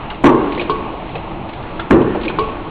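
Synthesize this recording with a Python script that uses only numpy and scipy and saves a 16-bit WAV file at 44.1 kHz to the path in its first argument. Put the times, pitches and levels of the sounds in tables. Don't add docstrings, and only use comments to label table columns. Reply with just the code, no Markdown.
import sys
import numpy as np
from scipy import signal
from scipy.fft import rfft, irfft
from scipy.io import wavfile
from scipy.ndimage import uniform_filter1d

SR = 44100
rng = np.random.default_rng(int(sys.argv[2]) if len(sys.argv) > 2 else 0)


def attenuation_scalar(level_db):
    decades = np.asarray(level_db, float) / 20
    return 10 ** decades


def digitize_waveform(pressure):
    field = np.atleast_2d(pressure).T
    bounded = np.clip(field, -1, 1)
    quanta = np.round(bounded * 32767).astype(np.int16)
    wavfile.write(sys.argv[1], SR, quanta)


N = 119070


def conv(x, h):
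    return signal.fftconvolve(x, h)[:N]


def shaped(x, gain):
    hz = np.arange(len(x) // 2 + 1) * SR / len(x) + 1e-3
    return irfft(rfft(x) * gain(hz), len(x))


def bump(f, hz, octaves):
    return np.exp(-0.5 * (np.log2(f / hz) / octaves) ** 2)


def unit(x):
    return x / np.sqrt(np.mean(x ** 2))


def walk(rate):
    k = int(SR / rate)
    steps = np.repeat(rng.standard_normal(N // k + 1), k)
    return unit(uniform_filter1d(uniform_filter1d(steps, k), k)[:N])


def add(x, s, y):
    i = int(s * SR)
    x[i:i + len(y)] += y[:N - i]


def ring(modes, rattle=0.0, rattle_hz=40.0, size=SR):
    t = np.arange(size) / SR
    hz, db, t60 = np.array(modes, float).T[:, :, None]
    k = int(SR / rattle_hz)
    noise = rng.standard_normal((2, len(modes), size))
    real, imag = uniform_filter1d(uniform_filter1d(noise, k), k // 2) * np.sqrt(k / 2)
    onset = np.clip(t / 0.022, 0, 1)
    waver = (1 + rattle * (real + 1j * imag) * onset) / np.hypot(1, rattle)
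    modal = (waver * np.exp(2j * np.pi * hz * t - np.log(1000) * t / t60)).imag
    sign = (-1) ** np.arange(len(modes))[:, None]
    return np.sum(attenuation_scalar(db) * sign * modal, axis=0)


def crack(db, decay_s, hz, octaves=0.67):
    t = np.arange(4096) / SR
    contact_s = 0.0012 * hz / 1000
    rise = np.sin(np.pi / 2 * np.clip(t / contact_s, 0, 1)) ** 2
    noise = unit(shaped(rng.standard_normal(4096), lambda f: bump(f, hz, octaves)))
    return attenuation_scalar(db) * noise * rise * np.exp(-t / decay_s)


# (frequency [Hz], density [dB per Hz])
DRONE_COLOUR = [(12, -58), (20, 7.5), (54, 0.5), (76, -1.5), (156, 1), (375, -5.5), (788, -9), (1110, -23),
                (4370, -31), (5680, -55), (9610, -120)]
# (frequency [Hz], width [Hz], level [dB])
HOUSING = [(325, 20, 9), (446, 180, -0.5), (896, 67, 4), (1150, 450, 13), (2663, 1800, 12.5),
           (3670, 100, 2)]


def drone():
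    hz, db = np.array(DRONE_COLOUR).T

    def colour(f):
        housing_db = sum(d / (1 + (2 * (f - c) / w) ** 2) for c, w, d in HOUSING)
        return attenuation_scalar(np.interp(np.log(f), np.log(hz), db) + housing_db)

    swell_db = -0.5 * walk(6.2)
    out = np.zeros(N)
    for c in 20 * 2 ** np.arange(0, 8.6, 0.5):
        flicker_db = 2 * walk(14)
        band = shaped(rng.standard_normal(N), lambda f: colour(f) * bump(f, c, 0.33))
        out += attenuation_scalar(swell_db + flicker_db) * band
    return attenuation_scalar(-27) * unit(out)


def chain():
    links_per_s, spread_db, loudest = 230, 2.5, 0.04
    r = rng.random((N, 2))
    hits = r[:, 0] < links_per_s / SR
    links = hits * attenuation_scalar(-spread_db * np.log(r[:, 1] + loudest))
    guard = [(886, 17.5, 0.01), (1150, -15, 0.012), (2580, -23, 0.015), (3440, -34, 0.012), (426, 0.5, 0.017)]
    return attenuation_scalar(-38) * unit(conv(links, ring(guard, size=4096)))


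# (time [s], level [dB], ring [Hz], broad crack relative to the tick [dB])
TICKS = [(0.1013, -17, 2830, -8.5), (0.1448, -23.5, 2090, -12), (0.5207, -28, 2130, 1),
         (0.5473, -22.5, 2940, -8.5), (0.5556, -36, 2370, -24), (0.5781, -11.5, 2060, -16.5),
         (0.6114, -16, 2850, -6.5), (1.0909, -25, 2080, -11.5), (1.154, -15.5, 2565, -13.5),
         (1.1801, -20, 2650, -26), (1.49, -28, 2550, -4.5), (1.5319, -22, 2270, -11),
         (1.6242, -33, 2630, -3.5), (1.7973, -15, 3430, -13), (2.0064, -20.5, 2440, -18.5),
         (2.0174, -19, 3070, -23), (2.149, -37.5, 2120, 2), (2.2114, -27, 2270, -4),
         (2.2322, -20, 2785, -7), (2.2492, -28.5, 2880, 3.5), (2.2944, -23.5, 2300, -8.5)]


def ticks():
    out = np.zeros(N)
    for s, db, hz, broad_db in TICKS:
        add(out, s, attenuation_scalar(db - 7) * ring([(hz, 0, 0.022)], size=4096))
        scrape = crack(db - 21, 0.018, hz, 0.34)
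        add(out, s, scrape + crack(db + broad_db, 0.012, 2300, 0.7))
    return out


# (time [s], level [dB], centre [Hz])
THUDS = [(0.109, -17, 1150), (0.574, -11.5, 433), (0.612, -11.5, 457), (1.155, -14, 584),
         (1.794, -12, 1174), (2.02, -14, 439), (2.149, -7, 610), (2.164, -10, 440), (2.266, -11.5, 426),
         (2.298, -13, 980)]


def thuds():
    out = np.zeros(N)
    for s, db, hz in THUDS:
        add(out, s, crack(db - 8, 0.1 / 7, hz, 0.5))
    return out


# (time [s], level [dB])
LATCHES = [
    (.5962, -12),
    (2.2807, -12),
]


def latches():
    hz, t60_s = 2490, 0.03
    out = np.zeros(N)
    for s, db in LATCHES:
        add(out, s, attenuation_scalar(db) * ring([(hz, 0, t60_s), (hz * 0.9, -6, t60_s)], size=4096))
        add(out, s, crack(db - 14.5, 0.017, 3000, 0.35))
    return out


# (time [s], level [dB])
CLACKS = [
    (.697, -12),
    (2.387, -11.5),
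]
# (frequency [Hz], level [dB], T60 [s])
LEVER = [(280, -13, .18), (345, -8, .22), (438, 1, .19), (885, -17, .2), (965, -14, .2), (1108, 0, .19),
         (1152, -7, .12), (1510, -15, .1), (2300, -20, .12), (2880, -22, .12), (3260, -22, .1)]
# (frequency [Hz], level [dB], T60 [s])
LEVER_SMACK = [(1085, 9, .04), (410, 3, .04)]


def clacks():
    rattle, rattle_hz = 0.5, 60
    out = np.zeros(N)
    for s, db in CLACKS:
        add(out, s, attenuation_scalar(db) * ring(LEVER, rattle, rattle_hz))
        add(out, s + 0.019, attenuation_scalar(db - 5.5) * ring(LEVER, rattle, rattle_hz))
        add(out, s, attenuation_scalar(db) * crack(-7, 0.0095, 4200))
        add(out, s, attenuation_scalar(db) * ring(LEVER_SMACK, size=4096))
    return out


# (frequency [Hz], level [dB], T60 [s])
CABINET = [(133, -13.5, 0.45), (218.2, -13.5, 0.21), (271.5, -5.5, 0.36), (309.2, -3.5, 0.36),
           (351.8, 1, 0.63), (431.6, -13, 0.66), (541, -10.5, 0.46), (625.7, -11.5, 0.29),
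           (788, -13.5, 0.66), (934, -10, 0.44), (1095, -7.5, 0.44), (1236, -11, 0.17), (1550, -30, 0.15),
           (2540, -25, 0.12)]


def cabinet(bright_db, boom_db):
    modes = []
    for hz, db, t60 in CABINET:
        tilt_db = bright_db if hz > 600 else boom_db if hz < 250 else 0
        modes.append((hz, db + tilt_db, t60))
    return ring(modes, rattle=4, rattle_hz=150)


# (time [s], level [dB], brightness [dB], boom [dB], second blow delay [s])
KNOCKS = [
    (0.2417, 12.5, -0.5, -0.5, .012),
    (1.9079, 11, -7.5, 5.5, 0.016),
]


def knocks():
    out = np.zeros(N)
    for s, db, bright_db, boom_db, late in KNOCKS:
        add(out, s - 0.0035, attenuation_scalar(db - 22) * crack(0, 0.0041, 490))
        add(out, s, attenuation_scalar(db - 12.5) * cabinet(bright_db - 1, boom_db))
        add(out, s + late, attenuation_scalar(db - 23.5) * cabinet(bright_db + 10.5, boom_db))
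        thump = [(282.1, -8, 0.078), (194.4, boom_db - 16, 0.057), (81.5, boom_db - 28, 0.1)]
        add(out, s, attenuation_scalar(db) * ring(thump, size=16384))
        add(out, s, attenuation_scalar(db) * crack(-14.5, 0.009, 800, 0.74))
        add(out, s + late, attenuation_scalar(db + bright_db) * crack(-24.5, 0.018, 1600))
    return out


# (frequency [Hz], T60 [s])
ROOM_T60 = [(100, 1.6), (300, 1.52), (1000, 1.17), (2500, 2.1), (4500, 0.26)]


def room(x):
    t = np.arange(SR) / SR
    hz, t60 = np.array(ROOM_T60).T
    tail = np.zeros(SR)
    for c in 60 * 2.0 ** np.arange(7):
        band_t60 = np.interp(np.log(c), np.log(hz), t60)
        band = shaped(rng.standard_normal(SR), lambda f: bump(f, c, 0.82))
        tail += band * np.exp(-np.log(1000) * t / band_t60)
    fade_in = np.clip(t / 0.0039 - 1, 0, 1)
    return conv(x, attenuation_scalar(-23.5) * 0.08 * tail * fade_in)


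def scene():
    parts = knocks() + clacks() + latches() + ticks() + thuds() + chain()
    return (parts + room(parts) + drone())[None]


def top_cut(x):
    return signal.sosfilt(signal.butter(12, 15800, fs=SR, output="sos"), x)


def record(dry):
    edge_hz, edge_width_hz = 4350, 520
    ceiling, knee = 0.75, 9
    smear_s = 0.007

    def low(f):
        slope = np.clip((f - edge_hz) / edge_width_hz * 2, -50, 50)
        return 1 / (1 + np.exp(slope)) * (f < 5050)

    x = shaped(dry[0], low)
    over = x / (1 + np.abs(x / ceiling) ** knee) ** (1 / knee) - x
    splatter = shaped(over, lambda f: (1 - low(f)) * attenuation_scalar(1) * bump(f, 8200, 0.46))
    from_centre = np.abs(np.arange(2048) - 1024)
    smear = rng.standard_normal(2048) * np.exp(-from_centre / smear_s / SR * 2)
    splatter = signal.fftconvolve(splatter, smear / np.sqrt(np.sum(smear ** 2)), mode="same")
    hiss = attenuation_scalar(-100) * rng.standard_normal(N)
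    mix = x + shaped(over, low) + splatter + hiss
    return top_cut(mix[None] + 0.0058)


dry = scene()
out = record(dry)
digitize_waveform(out)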